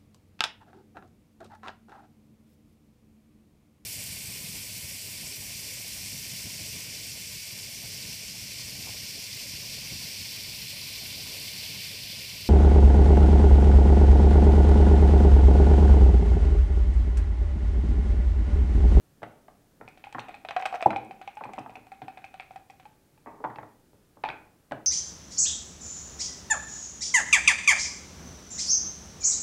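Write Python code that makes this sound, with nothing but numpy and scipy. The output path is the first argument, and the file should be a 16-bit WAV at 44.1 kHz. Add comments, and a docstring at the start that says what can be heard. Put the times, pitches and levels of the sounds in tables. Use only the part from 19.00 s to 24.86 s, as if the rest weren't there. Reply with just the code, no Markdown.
"""Backgammon in a quiet hall

A checker is set down; two dice rattle in a cup, which is slammed on the table, shaken again,
emptied and put away; a last checker lands. Each impact is a brief force that excites the damped
modes of cup wall, air column, board or table. The hall answers the blows with early reflections
and a reverberant tail, over a faint rumble of ventilation."""
import sys
import numpy as np
from scipy import signal
from scipy.fft import rfft, irfft, next_fast_len
from scipy.io import wavfile

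SR = 44100
rng = np.random.default_rng(int(sys.argv[2]) if len(sys.argv) > 2 else 0)


def wav_out(sig):
    """Save sig, one row per channel (or a flat mono array), as 16-bit PCM at SR to the path in sys.argv[1]."""
    wavfile.write(sys.argv[1], SR, np.round(np.clip(np.atleast_2d(sig).T, -1, 1) * 32767).astype(np.int16))


N = 258426

# Dice, and at the end the table, hit the cup. Each row: start in seconds, level of the wall
# overtones in dB, level of the air column in dB, its frequency in Hz.
CUP_HITS = [(0.878, -49.5, -51.5, 752), (0.974, -60, -56, 745), (1.04, -46, -46.5, 798),
            (1.069, -65, -43.5, 818), (1.126, -53.5, -50, 848), (1.195, -42, -56, 840),
            (1.284, -51.5, -42, 728), (1.292, -52, -40.5, 727), (1.342, -45.5, -45, 800),
            (1.449, -50.5, -39.5, 752), (1.487, -41, -38, 684), (1.508, -43, -38, 802),
            (1.564, -38, -21.5, 737), (1.6, -49.5, -35, 760), (1.623, -44, -37.5, 754),
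            (1.655, -32.5, -28, 776), (1.66, -38, -34, 811), (1.726, -57, -30.5, 746),
            (1.741, -49, -28, 734), (1.747, -60.5, -27.5, 745), (1.755, -46.5, -41, 715),
            (1.808, -46.5, -42, 747), (1.825, -38.5, -30.5, 680), (1.905, -39, -32, 673),
            (1.961, -36.5, -27.5, 795), (2.109, -51.5, -38.5, 766), (2.214, -52, -41.5, 767),
            (2.276, -44.5, -37, 790), (2.37, -53, -38.5, 845), (2.437, -46.5, -37, 855),
            (2.535, -51.5, -39.5, 754), (2.585, -48, -33.5, 750), (2.695, -60, -46, 760),
            (2.755, -47, -41.5, 757), (2.868, -66.5, -54, 760), (2.918, -50.5, -43, 780),
            (3.018, -53, -39.5, 758), (3.081, -50, -36.5, 778), (3.173, -53.5, -43, 758),
            (3.242, -47.5, -42.5, 777), (3.341, -53, -43.5, 754), (3.398, -43.5, -42, 762),
            (3.508, -62, -43, 760), (3.559, -54, -39.5, 784), (3.699, -56.5, -48, 790),
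            (3.798, -63, -54, 747), (3.854, -59, -46.5, 858), (4.176, -77, -63, 870),
            (5.237, -40.5, -33.5, 841), (5.25, -42, -34.5, 864), (5.258, -44, -33.5, 860),
            (5.301, -38, -45, 870)]
# Die meets die, or checker meets checker. Each row: start in seconds, relative level in dB.
LOUD_CLICKS = [(0.231, -49), (1.126, -44.5), (1.19, -45), (1.2, -43), (1.595, -44.5), (1.613, -44),
               (1.6545, -41), (1.6586, -30), (1.748, -40.5), (1.756, -45), (1.817, -41), (1.8255, -39),
               (1.862, -39), (1.906, -45.5), (2.048, -49.5), (2.353, -49.5), (2.534, -43), (2.5925, -42.5),
               (3.705, -47.5), (5.719, -44.5)]
# Knocks of checkers, thrown dice and cup, and dull thuds of a hand on the table.
# Each row: start in seconds, relative levels in dB of hollow tone, weight and hard edge.
CHECKER_KNOCKS = [(0.219, -48.5, -51, -59), (0.23, -42, -49.5, -44.5), (0.234, -42, -60, -48.5),
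                  (0.481, -48, -63, -61), (5.711, -48.5, -42, -48), (5.72, -32, -42.5, -39.5)]
DICE_BOUNCES = [(4.26, -47.5, -57, -54.5), (4.27, -43.5, -50, -49), (4.402, -50, -50.5, -70)]
CUP_AND_HAND_KNOCKS = [(0.801, -62, -52.5, -72), (0.811, -61, -52, -46.5), (1.147, -36, -44, -41),
                       (1.183, -34.5, -46, -40.5), (1.929, -32.5, -46.5, -48), (2.409, -36, -50, -63),
                       (2.452, -38, -50, -53), (2.491, -41.5, -47.5, -66), (2.579, -37, -44, -65),
                       (2.605, -56, -51, -64), (2.661, -40, -54, -63), (2.767, -50, -52.5, -61),
                       (3.022, -54.5, -47, -61), (4.44, -33, -43.5, -44), (4.446, -28, -49, -60),
                       (4.5, -46, -50.5, -50.5), (4.559, -47, -59, -63.5), (4.585, -38.5, -49, -43),
                       (4.63, -43.5, -54.5, -52.5), (4.93, -64, -59.5, -82.5), (5.17, -54.5, -57.5, -82.5),
                       (5.237, -32, -48, -39.5), (5.287, -55, -48.5, -36)]
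# The rim ticks on the table as the cup settles. Each row: start in seconds, level in dB.
RIM_TICKS = [(4.558, -52.5), (5.237, -41), (5.288, -42)]
# Normal modes. Each row: frequency in Hz, bandwidth in Hz, relative level in dB.
CUP_WALL_MODES = [(2527, 170, 10.5), (2230, 300, 4), (2955, 210, -15.5), (4340, 190, -23),
                  (5786, 130, -15.5)]
TABLE_MODES = [(109.7, 10, -1), (143.3, 25, -6), (195.5, 26.6, -6), (214.6, 30.5, -3)]
BOARD_MODES = [(253.4, 13, 5.5), (312, 12, 6), (418.3, 37, 2), (457.6, 15, -2), (482, 15, -5),
               (594, 34, -2)]
# Spectra of the contacts and of the ventilation. Each row: frequency in Hz, relative level in dB.
CUP_CLACK_SPECTRUM = [(100, -21), (350, -10), (600, 8.5), (1200, 3), (1900, 1), (3400, -17.5), (5000, -23),
                      (7000, -32.5), (14000, -46.5)]
TUMBLE_SPECTRUM = [(500, -2), (1500, 11), (2400, 6.5), (4000, -1), (5200, -14.5), (7000, -27.5),
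                   (8300, -20), (14000, -32)]
CLICK_SPECTRUM = [(1500, -15), (3500, -7.5), (5800, 6.5), (7000, 0.5), (8300, 7), (9800, -10.5),
                  (13000, -11.5), (16000, -17.5)]
BOARD_CLACK_SPECTRUM = [(120, -7.5), (400, -2), (800, 3.5), (1300, 0.5), (1900, -0.5), (2600, -19),
                        (4000, -57), (9000, -68)]
SNAP_SPECTRUM = [(1000, -9), (2300, 4.5), (3500, -3), (5000, -11.5), (6300, -27.5), (9000, -21),
                 (12000, -26), (16000, -34)]
THUMP_SPECTRUM = [(30, -21.5), (100, -5.5), (280, 3.5), (520, 1.5), (1000, -3), (1600, -27), (4000, -46.5),
                  (10000, -66.5)]
VENTILATION_SPECTRUM = [(12, -33.5), (20, -4), (33, -10), (103, -5.5), (157, -5.5), (225, -9), (282, -8),
                        (1070, -24.5), (1230, -23.5), (1820, -26), (2030, -28), (2840, -29.5), (3080, -30),
                        (13100, -32), (15500, -34)]
# Decay of the hall. 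Each row: frequency in Hz, reverberation time in seconds.
HALL_T60 = [(100, 0.61), (260, 0.9), (700, 0.46), (1840, 0.48), (4850, 0.35), (12000, 0.35)]

USUAL_HIT_DB, USUAL_KNOCK_DB = -45, -37.5  # reference levels of an ordinary cup hit and knock
HARD_SHAKE_FROM_S, HARD_SHAKE_TO_S, SLAM_S, CUP_EMPTY_S = 1.44, 1.92, 1.859, 3.9
BLOW_SIZE = 16384  # samples in one impact
AGE = np.arange(BLOW_SIZE) / SR  # seconds since contact
BINS = np.fft.rfftfreq(BLOW_SIZE, 1 / SR)  # Hz


def cup_rattle():
    """Impacts excite the cup's wall and its air column, whose resonance shifts with the grip."""
    out, wall = np.zeros(N), minimum_phase(CUP_CLACK_SPECTRUM)
    wall_modes = resonances(CUP_WALL_MODES) * softness(hz=3970)
    corner = minimum_phase(SNAP_SPECTRUM) * softness(hz=5250)
    slide = minimum_phase(TUMBLE_SPECTRUM) * softness(hz=5490)
    choke = 1 / np.sqrt(1 + (AGE / 0.013) ** 6)  # the tone holds for 13 ms, then drops away
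    pauses = np.diff([hit[0] for hit in CUP_HITS], append=np.inf)
    for (start, wall_db, air_db, hz), pause in zip(CUP_HITS, pauses):
        force_db = (wall_db + air_db) / 2 - USUAL_HIT_DB
        hard = HARD_SHAKE_FROM_S < start < HARD_SHAKE_TO_S
        contrast = 1 + hard * 0.46  # in the hard shake strong hits stand out more
        clack_db = -53 + contrast * 0.63 * force_db + hard * 8.5
        snap_db = -53.5 + contrast * 0.6 * (wall_db - USUAL_HIT_DB) + hard * 5
        skids = pause < 0.075 and not hard  # the die slides straight over to the next hit
        tumble_db = snap_db - 14 + skids * 7.5 - hard * 4.5  # shaken hard, dice fly more than tumble
        grip = np.exp(0.39 * rng.standard_normal())  # the hand's damping varies from hit to hit
        air = amp(air_db) * ring(hz, t60=0.1 * grip, rise=0.00052) * choke
        clack = amp(clack_db) * strike(wall, t60=0.017, rise=0.0006)
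        overtones = amp(wall_db) * strike(wall_modes, t60=0.002, rise=0.0001)
        snap = amp(snap_db) * strike(corner, t60=0.021, rise=0.00029)
        tumble = amp(tumble_db) * die_tumble(slide, t60=0.32, contacts_per_s=330)
        clatter = clack + overtones + snap + tumble
        # the cup's mouth faces the listener, so its tone is drier than the clatter of its wall
        add(out, start, in_hall(air, near_db=-10, hall_db=-10.5))
        add(out, start, in_hall(clatter, near_db=-7, hall_db=-8 - hard * 2.5))
    return out


def die_tumble(response, t60, contacts_per_s):
    """A tumbling die makes a Poisson train of tiny, weakening impulses, each sounding the response."""
    contacts = (rng.random(BLOW_SIZE) < contacts_per_s / SR) * rng.standard_normal(BLOW_SIZE)
    touch = unit_blow(irfft(response))
    return signal.fftconvolve(contacts * fade(AGE, t60), touch)[:BLOW_SIZE]


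def cup_slam():
    """The slammed cup's air resonates for a few cycles while the blow drives table and board modes."""
    out = np.zeros(N)
    swell = np.sin(np.pi * np.minimum(AGE / 0.0072, 1))
    pop = amp(-3.2) * swell * np.sin(2 * np.pi * 800 * AGE)
    add(out, SLAM_S, in_hall(pop, near_db=-18, hall_db=-17))
    add(out, SLAM_S + 0.0062, amp(-12) * pop)  # a short echo of the pop, 6 ms later
    boom = amp(-41) * strike(resonances(TABLE_MODES) * softness(hz=311), t60=0.0042, rise=0.0011)
    thud = amp(-29) * strike(resonances(BOARD_MODES), t60=0.0047, rise=0.0021)
    thump = amp(-24) * strike(minimum_phase(THUMP_SPECTRUM), t60=0.05, rise=0.0016)
    add(out, SLAM_S + 0.00092, in_hall(boom + thud + thump, near_db=-2, hall_db=-8))
    return out


def knocks(blows, tone_hz, tone_t60, boom_db, thud_db, clack_db, snap_db, hall_db, low_hall_db):
    """A blow excites table and board modes and a hollow tone; hard edges add treble."""
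    out, face = np.zeros(N), minimum_phase(BOARD_CLACK_SPECTRUM)
    edge = minimum_phase(SNAP_SPECTRUM) * softness(hz=4300)
    table = resonances(TABLE_MODES) * softness(hz=346.6)
    board = resonances(BOARD_MODES) * softness(hz=807)
    hollow = resonances([(tone_hz, 260, 0)]) * softness(hz=1020)
    for start, tone_db, weight_db, edge_db in blows:
        boom = amp(weight_db + boom_db) * strike(table, t60=0.0063, rise=0.001384)
        thud = amp(weight_db + thud_db) * strike(board, t60=0.0057, rise=0.002)
        tone = amp(tone_db) * strike(hollow, t60=tone_t60, rise=0.00037)
        clack = amp(edge_db + clack_db) * strike(face, t60=0.023, rise=0.00092)
        snap = amp(edge_db + snap_db) * strike(edge, t60=0.014, rise=0.0011)
        lightness_db = 0.13 * (USUAL_KNOCK_DB - tone_db)  # a light touch sounds more reverberant
        contact = amp(-lightness_db / 2) * (tone + clack + snap)
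        add(out, start, in_hall(contact, near_db=-8, hall_db=hall_db + lightness_db))
        # the large surfaces radiate their low notes into the whole hall
        add(out, start, in_hall(boom + thud, near_db=-3, hall_db=low_hall_db))
    return out


def piece_clicks():
    """Hard pieces touch only briefly when they collide, so their click reaches high frequencies."""
    out, piece = np.zeros(N), minimum_phase(CLICK_SPECTRUM)
    collisions = []
    for start, wall_db, _, _ in CUP_HITS:
        if start < CUP_EMPTY_S:  # the dice meet each other just after each hit on the wall
            delay = 0.009 * rng.random()
            db = -50 + 0.35 * (wall_db - USUAL_HIT_DB) + 2 * rng.standard_normal()
            collisions.append((start + delay, db))
    for start, db in list(LOUD_CLICKS) + collisions:
        click = amp(db - 17.5) * strike(piece, t60=0.0089, rise=0.00072)
        add(out, start, in_hall(click, near_db=-14, hall_db=-11.5))
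    return out


def rim_ticks():
    """The hard rim touches the table with no weight behind it, so the impact lacks low frequencies."""
    out = np.zeros(N)
    edge = minimum_phase(SNAP_SPECTRUM) * softness(hz=4750) * (1 - softness(hz=2980))
    for start, db in RIM_TICKS:
        tick = amp(db) * strike(edge, t60=0.013, rise=0.002)
        add(out, start, in_hall(tick, near_db=-13.5, hall_db=-17))
    return out


def in_hall(direct, near_db, hall_db):
    """Direct sound, early reflections from table and players, and diffuse reverberation superpose."""
    hz, frame_s, noise = signal.stft(rng.standard_normal(SR * 2 // 3), SR, nperseg=256)
    decay = fade(frame_s, log_interp(HALL_T60, hz)[:, None])
    tail = signal.istft(noise * decay, SR, nperseg=256)[1]
    t = np.arange(len(tail)) / SR
    tail *= 1 - np.exp(-(t / 0.01) ** 2)  # the far walls take time to answer
    near = rng.standard_normal(len(t)) * fade(t, 0.073) * (t > 0.003)
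    paths = amp(hall_db) * tail / np.linalg.norm(tail) + amp(near_db) * near / np.linalg.norm(near)
    paths[0] = 1  # the direct path
    return signal.fftconvolve(direct, paths)


def ventilation():
    """Moving air makes stationary broadband noise: a rumble with a thin hiss."""
    size = next_fast_len(N + BLOW_SIZE)
    gain = amp(log_interp(VENTILATION_SPECTRUM, np.fft.rfftfreq(size, 1 / SR)))
    air = irfft(rfft(rng.standard_normal(size)) * gain, size)[:N]
    return amp(-63) * air / np.std(air)


def strike(response, t60, rise):
    """Source and filter: a rough contact force builds up and dies away, driving a linear response."""
    spectrum = rfft(rng.standard_normal(BLOW_SIZE) * fade(AGE, t60))
    force = irfft(spectrum / np.abs(spectrum))  # it feeds all frequencies evenly
    force *= fade(AGE, 10 * t60) * (1 - np.exp(-AGE / rise))
    return unit_blow(irfft(rfft(force) * response))


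def ring(hz, t60, rise):
    """A single mode in free vibration gives a damped sinusoid."""
    return unit_blow(np.sin(2 * np.pi * hz * AGE) * fade(AGE, t60) * (1 - np.exp(-AGE / rise)))


def resonances(modes):
    """Modal superposition: a body responds as a sum of damped oscillators, here of alternating sign."""
    return sum((-1) ** k * amp(db) * 1j * BINS * width / (hz * hz - BINS ** 2 + 1j * BINS * width)
               for k, (hz, width, db) in enumerate(modes))


def minimum_phase(spectrum):
    """Folding the cepstrum gives a causal response with this magnitude spectrum."""
    cepstrum = irfft(np.log(amp(log_interp(spectrum, BINS))))
    cepstrum[1:BLOW_SIZE // 2] *= 2
    cepstrum[BLOW_SIZE // 2 + 1:] = 0
    return np.exp(rfft(cepstrum))


def softness(hz):
    """A contact of finite duration acts as a low-pass filter, exciting little above hz."""
    return 1 / (1 + 1j * BINS / hz - (BINS / hz) ** 2)


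def unit_blow(x):
    """A blow is normalised to rms 1 over its first 10 ms."""
    return x / np.sqrt(np.mean(x[:SR // 100] ** 2) + 1e-20)


def amp(db):
    """Amplitude grows tenfold for every 20 dB."""
    return 10 ** (np.asarray(db) / 20)


def fade(t, t60):
    """Damping gives exponential decay, 60 dB in t60 seconds."""
    return np.exp(-np.log(1000) * t / t60)


def log_interp(points, hz):
    """Values between (Hz, value) points follow a logarithmic frequency axis."""
    frequencies, values = np.transpose(points)
    return np.interp(np.log(hz + 1), np.log(frequencies), values)


def add(track, start, x):
    """A sound superposes on the track from start, in seconds."""
    part = track[round(start * SR):][:len(x)]
    part += x[:len(part)]


def scene():
    """The pressures of all sources add at one point above the board."""
    checkers = knocks(CHECKER_KNOCKS, tone_hz=685, tone_t60=0.032, boom_db=-6.5, thud_db=-2,
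                      clack_db=4, snap_db=-7.5, hall_db=-8, low_hall_db=-6.5)
    dice = knocks(DICE_BOUNCES, tone_hz=870, tone_t60=0.044, boom_db=-19, thud_db=2,
                  clack_db=0.5, snap_db=-36, hall_db=-1, low_hall_db=-2)
    cup_and_hand = knocks(CUP_AND_HAND_KNOCKS, tone_hz=873, tone_t60=0.033, boom_db=-9.5, thud_db=-2,
                          clack_db=2.5, snap_db=-18.5, hall_db=-8, low_hall_db=-6.5)
    game = cup_rattle() + piece_clicks() + checkers + dice + cup_and_hand + rim_ticks() + cup_slam()
    return (game + ventilation())[None]


def record(dry):
    """An ideal low-pass filter limits the band to 15.8 kHz."""
    size = next_fast_len(N + BLOW_SIZE)
    passband = np.fft.rfftfreq(size, 1 / SR) < 15800
    return irfft(rfft(dry, size) * passband, size)[:, :N]


dry = scene()
out = record(dry)
wav_out(out)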